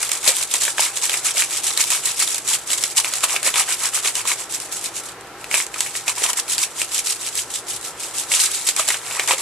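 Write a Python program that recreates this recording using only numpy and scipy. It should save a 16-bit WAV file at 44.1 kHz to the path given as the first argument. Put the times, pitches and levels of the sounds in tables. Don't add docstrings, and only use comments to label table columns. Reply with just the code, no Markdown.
import sys
import numpy as np
from scipy import signal
from scipy.fft import rfft, irfft, next_fast_len
from scipy.io import wavfile
from scipy.ndimage import uniform_filter1d, map_coordinates

SR = 44100
rng = np.random.default_rng(int(sys.argv[2]) if len(sys.argv) > 2 else 0)


def unload_wav(signal):
    wavfile.write(
        sys.argv[1],
        SR,
        np.round(np.clip(np.atleast_2d(signal).T, -1, 1) * 32767).astype(np.int16),
    )


N = 414981

# start in seconds, length in seconds,
# drive of the bristle hiss at the fastest moment in dB.
BRUSH_STROKES = [(-0.02, 0.11, -23.5), (0.066, 0.14, -23.5), (0.216, 0.14, -15.0), (0.341, 0.13, -22),
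                 (0.487, 0.12, -20.5), (0.592, 0.058, -20), (0.62, 0.11, -20.5), (0.729, 0.22, -20.5),
                 (0.923, 0.094, -29), (0.998, 0.092, -21.5), (1.03, 0.21, -22.5), (1.215, 0.118, -17.0),
                 (1.326, 0.15, -19.0), (1.475, 0.15, -21.0), (1.611, 0.14, -20), (1.753, 0.11, -16.5),
                 (1.865, 0.15, -15.5), (2.007, 0.14, -18), (2.152, 0.12, -17.0), (2.211, 0.23, -25.5),
                 (2.446, 0.14, -15.5), (2.657, 0.12, -19.5), (2.767, 0.033, -24.5), (2.738, 0.2, -27.0),
                 (2.944, 0.087, -17.5), (3.026, 0.075, -28.5), (3.03, 0.231, -26.5), (3.211, 0.065, -19.5),
                 (3.249, 0.17, -21.5), (3.415, 0.11, -17.5), (3.526, 0.13, -14.5), (3.645, 0.13, -19.5),
                 (3.78, 0.13, -19.5), (3.913, 0.11, -20.5), (4.012, 0.12, -19.0), (4.133, 0.101, -21),
                 (4.245, 0.11, -16), (4.358, 0.099, -25.0), (4.482, 0.13, -26.5), (4.574, 0.12, -33),
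                 (4.694, 0.12, -27.0), (4.786, 0.12, -28.0), (4.92, 0.1, -27.5), (4.988, 0.17, -36),
                 (5.355, 0.11, -45), (5.486, 0.18, -20.5), (5.695, 0.26, -27.5), (5.91, 0.12, -28),
                 (6.051, 0.083, -20.0), (6.142, 0.19, -21.0), (6.271, 0.059, -25), (6.35, 0.071, -19.5),
                 (6.462, 0.11, -21.5), (6.563, 0.12, -20.0), (6.734, 0.14, -22), (6.901, 0.123, -18.5),
                 (7.023, 0.15, -22.5), (7.171, 0.15, -25.5), (7.321, 0.13, -21), (7.467, 0.17, -28.5),
                 (7.642, 0.16, -26.5), (7.786, 0.16, -31.5), (7.94, 0.2, -30.0), (8.119, 0.14, -22.0),
                 (8.271, 0.12, -21), (8.303, 0.23, -19.0), (8.441, 0.29, -27.5), (8.649, 0.085, -18.5),
                 (8.749, 0.11, -17.5), (8.835, 0.16, -21.5), (8.946, 0.42, -29), (9.266, 0.096, -17.0),
                 (9.344, 0.13, -27)]
FASTEST_AT = 0.51
HISS_GROWS, CREASE_GROWS = 2.1, 1.5


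def pressure():
    t = np.arange(N) / SR
    hiss, crease = np.zeros(N), np.zeros(N)
    for start, length, hiss_db in BRUSH_STROKES:
        part = slice(max(round(start * SR), 0), round((start + length) * SR))
        progress = (t[part] - start) / length
        speed = np.sin(np.pi / 2 * np.interp(progress, [0, FASTEST_AT, 1], [0, 1, 0]))
        hiss[part] += amp(hiss_db) * speed ** HISS_GROWS
        crease[part] += amp(hiss_db) * speed ** CREASE_GROWS
    settling = amp(-9) * uniform_filter1d(hiss, round(0.18 * SR))
    return hiss + np.abs(settling), crease * amp(crumple_db(t))


# frequency in Hz, relative level in dB.
BRISTLE_TONE = [(300, -61), (1200, -19.5), (2400, -12.5), (3300, -9.5), (5900, -6.5), (7800, -1),
                (10100, -6), (12100, -15), (14000, -22.5), (16400, -42)]


def bristles(hiss):
    count = 250000
    size = rng.standard_normal(count) * uneven(2.4, count)
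    flicks = unit(scattered(rng.uniform(0, N / SR, count), size[:, None], lag_s=3.3e-5))

    count = 16000
    pitch_hz = rng.uniform(2030, 13150, count)
    rings = uneven(2.6, count)[:, None] * buckles(pitch_hz, cycles=30, size=200)
    tufts = unit(scattered(rng.uniform(0, N / SR, count), rings, lag_s=4e-5))

    grip = catches(rate=80, spread_db=2.0, fade_s=0.0065, steady=1.32)
    return hiss * unit(coloured((flicks + amp(-5.0) * tufts) * grip, BRISTLE_TONE))


def catches(rate, spread_db, fade_s, steady):
    count = round(rate * N / SR)
    kicks = np.bincount(rng.integers(0, N, count), uneven(spread_db, count), N)
    fading = signal.lfilter([1], [1, -np.exp(-1 / (fade_s * SR))], kicks)
    return unit(steady + fading)


# frequency in Hz, relative level in dB.
CREASE_TONE = [(150, -29), (300, -15), (480, -8), (720, -7.5), (1000, -3), (1520, -5.5), (2350, 1.5),
               (3600, -2), (9000, -20.5)]


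def creases(crease):
    count = 12000
    pitch_hz = (1800 * np.exp(0.5 * rng.standard_normal(count))).clip(300, 9000)
    size = rng.choice([-1, 1], count) * uneven(3.3, count)
    rings = size[:, None] * buckles(pitch_hz, cycles=22.6, size=400)
    folds = scattered(rng.uniform(0, N / SR, count), rings, lag_s=2.4e-5)
    grip = catches(rate=38, spread_db=2.5, fade_s=0.0051, steady=2.4)
    return crease * unit(coloured(folds * grip, CREASE_TONE))


# time in seconds,
# drive of the crease buckling against the hiss in dB, ahead of the crease fader in the mix.
FOIL_CRUMPLE = [(0, -6.5), (0.6, -9.5), (0.9, -7), (1.5, -9), (2.7, -13), (3.1, -5.5), (3.9, -4.5),
                (4.4, -11.5), (4.7, -39), (5.1, -18), (5.5, -10.5), (6.2, -7), (6.6, -12), (7.3, -22),
                (8.0, -41), (8.3, -11.5), (8.7, -11.5), (9.15, 1.5), (9.3, -3.5)]


def crumple_db(seconds):
    return np.interp(seconds, *np.transpose(FOIL_CRUMPLE))


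# time in seconds, drive of the snap in dB,
# pitch of the buckle in Hz.
FOIL_SNAPS = [(0.029, -4, 8200), (0.092, -6.5, 7450), (0.117, -1.5, 7400), (0.243, -9, 8010),
              (0.272, -10, 8050), (0.277, -15.5, 605), (0.292, -14.5, 510), (0.367, -5, 9400),
              (0.436, -11, 7580), (0.515, -11, 8870), (0.539, 1.5, 7580), (0.546, -16.5, 980),
              (0.652, -2.5, 9470), (0.68, -9.5, 1730), (0.782, -6.5, 1750), (0.794, -9, 880),
              (0.862, -12, 2210), (0.972, -6, 6700), (1.096, -4.5, 3370), (1.141, -6.5, 2330),
              (1.247, -10, 9600), (1.371, -10.5, 2370), (1.422, -5.5, 2310), (1.667, -6, 7280),
              (1.775, -0.5, 4070), (1.904, -3, 7970), (2.277, -7.5, 3750), (2.345, -4, 7300),
              (2.381, -8, 7620), (2.477, -9, 7200), (2.704, -8, 3100), (2.828, -10, 5570), (2.838, 1, 5430),
              (2.965, -12, 7660), (3.046, -7, 2520), (3.137, -5, 4400), (3.172, -13, 7280),
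              (3.237, -7.5, 1210), (3.241, 0.5, 8400), (3.296, -12, 2900), (3.363, -3, 2480),
              (3.43, -6.5, 8180), (3.465, -6.5, 2280), (3.478, -13, 1040), (3.541, -6, 3170),
              (3.558, -4.5, 2320), (4.048, -11, 2230), (4.154, -5, 7640), (4.254, -16.5, 1060),
              (4.317, -7, 2220), (4.556, -12, 7840), (4.601, -12.5, 7900), (4.724, -11, 10210),
              (5.21, -27, 8000), (5.271, -31, 7860), (5.443, -18.5, 2530), (5.513, -11, 2220),
              (5.542, -2, 2500), (5.556, -8, 2460), (5.602, -11, 2130), (5.666, -15, 7500),
              (5.742, -14, 2380), (5.761, -19, 1300), (5.806, -1.5, 7100), (5.863, -14.5, 2400),
              (5.953, -14.5, 1900), (6.08, -4.5, 2600), (6.095, -14, 2580), (6.18, -22, 1020),
              (6.22, -22.5, 446), (6.239, -4, 3180), (6.255, -15, 1000), (6.263, -8, 3130),
              (6.332, -5, 7450), (6.581, -4, 4780), (6.817, -6.5, 2780), (6.918, -14, 4310),
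              (7.071, -7, 5550), (7.354, -9, 7850), (7.812, -18, 7800), (8.317, -9.5, 2230),
              (8.339, -6, 2760), (8.688, -1.5, 4000), (8.764, -3.5, 7700), (8.795, -9, 1240),
              (8.887, 1.5, 7400), (8.904, -4, 2080), (8.943, -9.5, 2410), (9.11, -14, 2330),
              (9.196, -4, 2280), (9.276, -6, 7320), (9.309, -5.5, 970), (9.335, -16.5, 523)]
KNOCK_DB, KNOCK_DB_PER_OCTAVE = -9, -4
KNOCK_FOLLOWS_CRUMPLE = 0.55


def snaps():
    seconds, db, hz = np.transpose(FOIL_SNAPS)
    t = np.arange(1800) / SR
    noise = rng.standard_normal((len(hz), 3, len(t)))

    ring = amp(db - 1)[:, None] * buckles(hz, cycles=18.6, size=len(t))

    brightness = np.clip(hz / 4500, 0, 1) ** 0.19
    rattle = brightness[:, None] * amp(db[:, None] - 60 * t / 0.02)
    burst = sum(scattered(seconds, rattle * noise[:, spot], lag_s=4e-5) for spot in (0, 1))

    knock_db = KNOCK_DB + KNOCK_DB_PER_OCTAVE * np.log2(hz / 2000)
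    knock_db = knock_db + KNOCK_FOLLOWS_CRUMPLE * crumple_db(seconds)
    thud = amp((db + knock_db)[:, None] - 60 * t / 0.045) * noise[:, 2]
    knock = scattered(seconds, thud, lag_s=2.4e-5)

    buckle = scattered(seconds, ring, lag_s=3e-5)
    return buckle + amp(-2.0) * coloured(burst, BRISTLE_TONE) + amp(9.5) * coloured(knock, CREASE_TONE)


# frequency in Hz, time to fall 60 dB in seconds.
ROOM_DECAY = [(300, 0.13), (2000, 0.15), (10000, 0.17)]


def room(x):
    hz, t, z = signal.stft(rng.standard_normal((2, SR // 2)), SR, nperseg=256)
    decay = amp(-60 * t / along(ROOM_DECAY, hz)[:, None])
    tail = signal.istft(z * decay, SR, nperseg=256)[1]
    wet = signal.fftconvolve(x.mean(0)[None], tail / np.linalg.norm(tail[0]), axes=1)[:, :N]
    return diffuse(wet, [(1000, 0)])


# frequency in Hz, relative level in dB.
FAN_TONE = [(20, -28), (40, -13), (85, -18), (120, -7), (239, -10), (384, -2), (540, -3.5), (850, -2),
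            (1760, -4.5), (2700, -10.5), (3400, -13), (9000, -18.5), (13000, -25.5), (16000, -60)]
# frequency in Hz, drive in dB ahead of the hum's lift and wavering.
MOTOR_HUM = [(58.8, -65.5), (114.6, -59.5), (146.9, -66), (293.6, -60), (341.9, -57), (387, -57),
             (457, -59), (484.5, -58.5), (798.9, -53.5), (1024, -59), (1333, -52.5)]


def fan():
    air = unit(diffuse(rng.standard_normal((2, N)), FAN_TONE))
    air = amp(-40.0 + 0.69 * wobble(3.195)) * air
    t = np.arange(N) / SR
    hum = np.zeros(N)
    for hz, db in MOTOR_HUM:
        level = amp(db + 1.5 + 3.3 * wobble(25))
        drift = (hz / 90) ** 0.26 * wobble(11)
        hum += level * np.sin(2 * np.pi * hz * t + drift)
    return air + hum


# frequency in Hz, left-right likeness from 0 to 1.
DIFFUSE_LIKENESS = [(60, .99), (400, 1), (1000, 0.94), (2500, 0.69), (5000, 0.04)]


def diffuse(pair, spectrum):
    def mid_and_side(hz):
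        turn = np.arccos(np.clip(along(DIFFUSE_LIKENESS, hz), -1, 1)) / 2
        return amp(along(spectrum, hz)) * [np.cos(turn), np.sin(turn)]

    mid, side = filtered(pair, mid_and_side)
    return np.array([mid + side, mid - side])


def scattered(seconds, shapes, lag_s):
    lag = lag_s * rng.laplace(size=len(seconds)) / 2
    start = np.round((seconds + np.array([lag, -lag])) * SR).astype(int).clip(0)
    index = start[:, :, None] + np.arange(shapes.shape[1])
    return np.array([np.bincount(i.ravel(), shapes.ravel(), N + SR)[:N] for i in index])


def buckles(hz, cycles, size):
    turns = hz[:, None] * np.arange(size) / SR
    return amp(-60 * turns / cycles) * np.sin(2 * np.pi * turns)


def uneven(spread_db, count):
    return amp(spread_db * rng.exponential(size=count).clip(0, 4.5))


def wobble(rate):
    coarse = np.arange(0, N + 64, 64)
    knots = rng.standard_normal(int(N * rate / SR) + 4)
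    curve = map_coordinates(knots, [coarse * rate / SR])
    return np.interp(np.arange(N), coarse, curve)


def coloured(x, points):
    cepstrum = irfft(np.log(amp(along(points, np.fft.rfftfreq(2048, 1 / SR)))))
    cepstrum[1:1024] *= 2
    cepstrum[1025:] = 0
    impulse = irfft(np.exp(rfft(cepstrum)))
    return signal.fftconvolve(x, impulse[None], axes=1)[:, :N]


def filtered(x, response):
    m = next_fast_len(N + SR // 2)
    return irfft(rfft(x, m) * response(np.fft.rfftfreq(m, 1 / SR)), m)[..., :N]


def along(points, hz):
    f, v = np.transpose(points)
    return np.interp(np.log(hz + 1), np.log(f + 1), v)


def unit(x):
    return x / np.sqrt(np.mean(x ** 2) + 1e-20)


def amp(db):
    return 10 ** (np.asarray(db) / 20)


def scene():
    hiss, crease = pressure()
    foil = bristles(hiss) + amp(-3.5) * creases(crease) + snaps()
    foil = filtered(foil, lambda hz: 1 / (1 + (260 / (hz + 1)) ** 4))
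    return foil + amp(-8) * room(foil) + fan()


# frequency in Hz, left over right in dB.
PORT_BALANCE = [(300, 0), (2700, 0.5), (4200, 0.5), (6400, -1.5), (7700, -7.5), (9800, 7.5), (13000, 10)]
# frequency in Hz, gain in dB.
MICROPHONE_TREBLE = [(14000, 0), (15300, -15), (16000, -40)]
TOP_HZ = 16500
AGC_REFERENCE_DB, AGC_SLOPE, AGC_S = -22.5, 0.16, 0.495


def record(dry):
    ports = filtered(dry, lambda hz: amp(along(PORT_BALANCE, hz) * [[0.5], [-0.5]]))
    size = round(AGC_S * SR)
    power = uniform_filter1d((ports ** 2).mean(0), size, origin=(size - 1) // 2)
    level_db = 10 * np.log10(np.abs(power) + 1e-9)
    ports = ports * amp(AGC_SLOPE * (AGC_REFERENCE_DB - level_db))
    soft = ports / (1 + np.abs(ports / 0.9) ** 4) ** (1 / 4)
    return filtered(soft, lambda hz: amp(along(MICROPHONE_TREBLE, hz)) * (hz < TOP_HZ))


dry = scene()
out = record(dry)
unload_wav(out)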